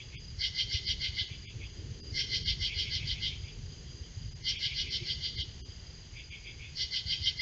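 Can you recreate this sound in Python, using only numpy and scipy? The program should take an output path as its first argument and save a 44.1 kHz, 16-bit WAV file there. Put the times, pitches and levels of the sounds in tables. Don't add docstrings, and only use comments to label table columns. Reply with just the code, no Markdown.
import sys
import numpy as np
from scipy import signal
from scipy.fft import rfft, irfft, next_fast_len
from scipy.io import wavfile
from scipy.ndimage import uniform_filter1d, map_coordinates

SR = 44100
rng = np.random.default_rng(int(sys.argv[2]) if len(sys.argv) > 2 else 0)


def log_audio(samples):
    frames = np.atleast_2d(samples).T
    limited = np.clip(frames, -1, 1)
    pcm = np.round(limited * 32767).astype(np.int16)
    wavfile.write(sys.argv[1], SR, pcm)


def invert_db(level):
    return 10 ** (np.asarray(level, dtype=float) / 20)


N = 326781


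def unit(x):
    return x / np.sqrt(np.mean(x ** 2) + 1e-20)


def along(points, hz):
    f, v = np.transpose(points)
    return np.interp(np.log(hz + 1), np.log(f + 1), v)


def curve(rows):
    return np.interp(np.arange(N) / SR, *np.transpose(rows))


def wobble(rate):
    knots = rng.standard_normal(int(N * rate / SR) + 4)
    return map_coordinates(knots, [np.arange(N) * rate / SR])


def filtered(x, response):
    m = next_fast_len(N + SR // 2)
    return irfft(rfft(x, m) * response(np.fft.rfftfreq(m, 1 / SR)), m)[:N]


def noise(spectrum):
    return unit(filtered(rng.standard_normal(N), lambda hz: invert_db(along(spectrum, hz))))


def resonant(x, modes):
    def response(f):
        rings = []
        for k, (centre, width, db) in enumerate(modes):
            pole = 1j * f * width / (centre * centre - f * f + 1j * f * width)
            rings.append((-1) ** k * invert_db(db) * pole ** 2)
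        rings = np.array(rings)
        size = np.sqrt(np.sum(np.abs(rings) ** 2, axis=0))
        return size * np.exp(1j * np.angle(rings.sum(axis=0)))
    return unit(filtered(x, response))


def repeats(phrases, spacing, swell_db, uneven_db):
    rows = []
    for k, (first, last, first_db, last_db) in enumerate(phrases):
        place = np.linspace(0, 1, round((last - first) / spacing) + 1)
        db = first_db + (last_db - first_db) * place + swell_db * np.sin(np.pi * place)
        db = db + uneven_db * rng.standard_normal(len(place))
        rows.append([first + (last - first) * place, db, place, np.full(len(place), k)])
    return np.concatenate(rows, axis=1)


def strokes(times, dbs, rise, fall, edge):
    t = np.arange(N) / SR
    gain = np.zeros(N)
    for s, db in zip(times, dbs):
        near = slice(max(0, int((s - .15) * SR)), int((s + .15) * SR))
        late = t[near] - s
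        gain[near] += invert_db(db) * np.exp(-np.abs(late / np.where(late < 0, rise, fall)) ** edge)
    return gain


def file_teeth(rate, scatter, size_db, hiss):
    spacing, size = rng.standard_normal((4000, 2)).T
    at = (np.cumsum(np.clip(1 + scatter * spacing, .2, 3)) * SR / rate).astype(int)
    ticks = np.bincount(at[at < N], invert_db(size_db * size[at < N]), N)
    return unit(ticks - ticks.mean()) + hiss * rng.standard_normal(N)


def wood(x, t60, wet_db):
    t = np.arange(SR) / SR
    tail = rng.standard_normal(SR) * invert_db(-60 * t / t60) * (1 - np.exp(-t / 0.0023))
    trembling = unit(wobble(90))
    return x + invert_db(wet_db) * signal.fftconvolve(x * trembling, tail / np.linalg.norm(tail))[:N]


def wavelets(times, dbs, hz, length, fall):
    out = np.zeros(N)
    phases = rng.uniform(0, 2 * np.pi, len(times))
    for s, db, f, d, phase in np.broadcast(times, dbs, hz, length, phases):
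        n = np.arange(int((s - 1.5 * d) * SR), min(N, int((s + 1.5 * d) * SR)))
        u = (n / SR - s) / d
        cycles = f * d * (u - fall * u ** 2 / 4)
        out[n] += invert_db(db) * np.exp(-2 * u ** 2) * np.sin(2 * np.pi * cycles + phase)
    return out


def near_katydid():
    # (first [s], last [s], first level [dB], last level [dB])
    phrases = [
        (.443, 1.195, -38.5, -38.5),
        (2.192, 3.253, -37, -38.5),
        (4.492, 5.4, -36.5, -42.5),
        (6.812, 7.422, -39.5, -36),
    ]
    lower_hz = [1540, 1640, 2050, 2110, 2180, 2310, 2500, 2680]
    middle_hz = [2908, 3037, 3146, 3250, 3345, 3545, 3500, 3751, 3900]
    upper_hz = [4161, 4275, 4421, 4620, 4720, 4825, 4959, 5168, 5370, 5558, 5698, 6000, 7250]
    # (width [Hz], level [dB])
    lower_ring = [(80, -28.5), (80, -22), (80, -8), (71, -11), (70, -14), (90, -13.5), (90, -11),
                  (122, -12)]
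    middle_ring = [(72, -7.5), (90, -9.5), (36.6, -1), (140, -8.5), (50, -11.5), (50, -9), (500, -18),
                   (59.7, -13), (300, -16)]
    upper_ring = [(90, -6.5), (44, -4), (80, -8), (113, -3.5), (141, -8.5), (100, -9), (50, -5),
                  (199, -18.5), (167, -10), (60, -17.5), (49.7, -11.5), (490, -27.5), (298, -37)]
    # (first level [dB], last level [dB])
    upper_phrase = [(4, -1), (2.5, 0), (1.3, 1.9), (4.5, -0.7)]
    lower_phrase = [(0.53, 0.9), (1, -1), (.2, -0.5), (.3, -0.4)]

    s, db, place, phrase = repeats(phrases, spacing=.151, swell_db=1.5, uneven_db=.25)

    def effort(cell):
        first, last = np.array(cell)[phrase.astype(int)].T
        return db + first * (1 - place) + last * place

    def ring(modes):
        return resonant(file_teeth(rate=330, scatter=.15, size_db=3, hiss=.5), modes)

    upper_db, lower_db = effort(upper_phrase), effort(lower_phrase)
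    low, high = np.c_[lower_hz, lower_ring], np.c_[upper_hz, upper_ring]
    lower = strokes(s - .008, lower_db - 7.5, rise=.036, fall=.042, edge=1.97) * invert_db(2.44 * wobble(50))
    low_rim = strokes(s + .018, lower_db - 13.5, rise=.028, fall=.026, edge=1.8) * invert_db(2.4 * wobble(40))
    middle = strokes(s + .011, db + 3.5, rise=.037, fall=.03, edge=1.94) * invert_db(1.8 * wobble(45))
    upper = strokes(s + .001, upper_db - .6, rise=.047, fall=.039, edge=2.97) * invert_db(.85 * wobble(60))
    rim_db = upper_db - 5.5 - 3.5 * place
    high_rim = strokes(s + .0086, rim_db, rise=.043, fall=.031, edge=1.8) * invert_db(2.2 * wobble(30))

    wings = lower * ring(low[:5]) + low_rim * ring(low[5:])
    wings += middle * ring(np.c_[middle_hz, middle_ring])
    wings += upper * ring(high[:7]) + high_rim * ring(high[7:])
    return wood(wood(wings, t60=.5, wet_db=-10.5), t60=1.6, wet_db=-21)


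def far_katydid(phrases, wing, late, rise, fall, level_db, wet_db):
    s, db = repeats(phrases, spacing=.157, swell_db=.6, uneven_db=.6)[:2]
    teeth = file_teeth(rate=280, scatter=.3, size_db=3, hiss=1.5)
    song = strokes(s + late, db + level_db, rise, fall, edge=2.6) * resonant(teeth, wing)
    return wood(song, t60=.4, wet_db=wet_db)


def second_katydid():
    # (first [s], last [s], first level [dB], last level [dB])
    phrases = [
        (.001, .162, -48, -50.5),
        (1.335, 1.645, -52, -51),
        (2.73, 3.483, -42, -52),
        (4.57, 5.03, -42.5, -50),
        (6.195, 6.64, -48, -48),
    ]
    # (pitch [Hz], width [Hz], level [dB])
    low_wing = [(2200, 150, -1), (2370, 190, 0), (2560, 190, -3)]
    high_wing = [(2700, 200, -5), (2950, 250, -5), (3270, 170, 0), (3480, 180, -2.5)]
    lower = far_katydid(phrases, low_wing, late=-.003, rise=.042, fall=.022, level_db=-1.5, wet_db=-6)
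    upper = far_katydid(phrases, high_wing, late=.008, rise=.042, fall=.025, level_db=-3, wet_db=-5)
    return lower + upper


def third_katydid():
    # (first [s], last [s], first level [dB], last level [dB])
    phrases = [
        (.329, .33, -62, -62),
        (1.802, 1.954, -62, -63),
        (3.731, 4.218, -58, -59.5),
        (5.7, 6.041, -63, -62),
    ]
    # (pitch [Hz], width [Hz], level [dB])
    wing = [(2960, 350, -3), (3200, 300, 9)]
    return far_katydid(phrases, wing, late=.004, rise=.035, fall=.025, level_db=-3, wet_db=-8)


def cricket():
    # (first pulse [s], last pulse [s], first level [dB], last level [dB])
    chirps = [(.025, .157, -53, -62), (.187, .352, -50.5, -56.5), (1.352, 1.53, -52, -56),
              (1.637, 1.84, -54, -62), (1.875, 2.108, -66, -45.5), (3.384, 3.563, -53, -56.5),
              (3.628, 3.818, -55.5, -56.5), (3.872, 4.067, -55.5, -55), (4.155, 4.36, -55.5, -54),
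              (5.49, 5.6, -55, -61.5), (5.659, 5.83, -50, -60), (5.875, 6.05, -52, -58.5),
              (6.135, 6.31, -55.5, -56.5), (6.37, 6.625, -53, -59), (7.17, 7.235, -48.5, -52)]
    # (frequency [Hz], level per Hz [dB])
    trill = [(4600, -30), (4750, -5), (4840, 0), (4930, -5), (5080, -30)]
    s, db = repeats(chirps, spacing=.034, swell_db=4, uneven_db=1.2)[:2]
    late, sharp = rng.standard_normal((len(s), 2)).T
    pulses = wavelets(s + .002 * late, db, 4840 * (1 + .004 * sharp), length=.013, fall=.085)
    return wood(pulses, t60=.18, wet_db=-3.5) + invert_db(-64 + 2 * wobble(30)) * noise(trill)


def breeze():
    # (time [s], peak level [dB], pitch [Hz])
    bumps = [(.087, -35.5, 74.5), (.387, -31.5, 81), (.753, -26, 83.5), (.899, -32.5, 92.5),
             (1.095, -31, 85), (1.221, -30.5, 93), (1.317, -30.5, 100), (1.566, -33.5, 103),
             (1.849, -32.5, 101.5), (1.917, -32, 103), (2.127, -30.5, 89), (2.424, -34, 90),
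             (2.516, -33, 80), (2.624, -28.5, 76.4), (2.817, -34, 80.6), (2.948, -34, 75.7),
             (3.017, -31.5, 121), (3.048, -29, 118), (3.129, -28, 60), (3.404, -33.5, 84),
             (3.443, -30.5, 78), (4.018, -31.5, 76), (4.177, -31, 90), (4.667, -34.5, 110),
             (5.026, -30.5, 117), (5.234, -33.5, 86.4), (5.395, -33, 78), (5.694, -36, 90),
             (7.064, -33.5, 81), (7.218, -32, 74.4)]
    # (time [s], level [dB])
    gusts = [(0, -51), (.6, -51.5), (.91, -49.5), (1.4, -52), (1.75, -47.5), (2.08, -49), (3.0, -45.5),
             (3.8, -51), (4.4, -50), (5, -47.5), (5.6, -51), (6.2, -52.5), (7.41, -51.5)]
    # (frequency [Hz], level per Hz [dB])
    rumble_band = [(12, -35.5), (20, -10.5), (54, 0), (86, -3), (141, -5.5), (260, -25), (340, -62.5),
                   (570, -120)]
    gust_db = curve(gusts)
    eddies = 64
    when, size, pitch = rng.uniform(size=(eddies, 3)).T
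    at = (np.arange(eddies) + when) / eddies * N / SR
    over_mean = gust_db[(at * SR).astype(int)] - gust_db.mean()
    small_db = -39.5 + 1.1 * over_mean + 8 * (size - .5)
    small = np.c_[at, small_db, 62 * 2.1 ** pitch]
    s, db, hz = np.r_[bumps, small].T
    rumble = invert_db(gust_db + 2.4 * wobble(12)) * noise(rumble_band)
    return wavelets(s, db - .5, hz, length=1.03 / hz, fall=.1) + invert_db(2.5) * rumble


def background():
    # (time [s], level [dB])
    drone_swell = [(0, -61), (.49, -62.5), (.8, -57), (1.46, -63), (2.08, -52), (2.66, -58.5),
                   (3.82, -58.5), (4.35, -65), (5.04, -56), (5.57, -60), (6.38, -65), (6.81, -62.5),
                   (7.41, -63.5)]
    # (frequency [Hz], level per Hz [dB])
    drone_band = [(150, -9.5), (230, -4.5), (300, -5), (400, -3), (480, -8.5), (600, -21), (900, -58)]
    chorus_band = [(5200, -42), (5800, -9), (6300, -1), (6850, -6.5), (7200, -18), (7800, -35.5)]
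    hush_band = [(100, -12), (500, -6.5), (700, -6.5), (1300, -10), (2000, -3.5), (2500, -7), (3000, 1),
                 (3700, -6.5), (4500, -1), (4850, -1.5), (5500, -8.5), (7000, -19.5), (7800, -24),
                 (8400, -65)]
    # (time [s], peak level [dB], pitch [Hz], length [s])
    groans = [
        (2.4, -57, 450, .06),
        (5.025, -46, 350, .022),
        (3.68, -59, 420, 0.027),
    ]
    drone = invert_db(curve(drone_swell) - 2.17 + 1.9 * wobble(10)) * noise(drone_band)
    drone += wavelets(*np.transpose(groans), fall=-.06)
    chorus = invert_db(-62.5 + .44 * wobble(2.9) + .24 * wobble(36)) * noise(chorus_band)
    hush = invert_db(-58 + .35 * wobble(3)) * noise(hush_band)
    return drone + chorus + hush


def scene():
    katydids = near_katydid() + second_katydid() + third_katydid()
    return (katydids + cricket() + breeze() + background())[None]


def thinned(x):
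    # (time [s], length [hops], weakest kept under the strongest tone [dB])
    moments = [(.175, 2, -13), (.865, 1, -16), (1.271, 1, -18), (1.474, 2, -13), (1.719, 1, -12),
               (2.021, 1.4, -15), (2.445, 1, -13), (4.3, 1, -13), (4.344, 1, -9), (4.43, 1, -18),
               (4.578, 1, -20), (4.792, 1, -30), (4.898, 1, -15), (5.368, 1, -16), (5.432, 1, -20),
               (5.633, 2, -10), (6.306, 1, -13), (7.246, 1, -13), (7.394, 1, -14)]
    hop = 1024
    n, hz = np.arange(-2 * hop, 2 * hop), np.fft.rfftfreq(4 * hop, 1 / SR)
    out = np.pad(x, (0, 2 * hop))
    for s, hops, keep_db in moments:
        away = np.clip((np.abs(n) - (hops - 1) * hop / 2) / hop, 0, 1)
        here = int(s * SR) + n
        part = out[here]
        level = np.abs(rfft(part * np.cos(away * np.pi / 2) ** 2)) ** 2
        level = uniform_filter1d(level, size=11) * (hz > 1000)
        threshold = level.max() * invert_db(2 * keep_db)
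        weak = (hz > 450) / (1 + (level / threshold) ** 6)
        out[here] -= (1 - np.sin(away * np.pi / 2)) * irfft(rfft(part) * weak)
    return out[:N]


def roll_off(x):
    return signal.sosfilt(signal.butter(12, 8040, fs=SR, output="sos"), x)


def record(dry):
    x = filtered(thinned(dry[0]), lambda hz: 1 / (1 + (hz / 7900) ** 60))
    x = x + invert_db(-89) * rng.standard_normal(N)
    return roll_off(x[None])


dry = scene()
out = record(dry)
log_audio(out)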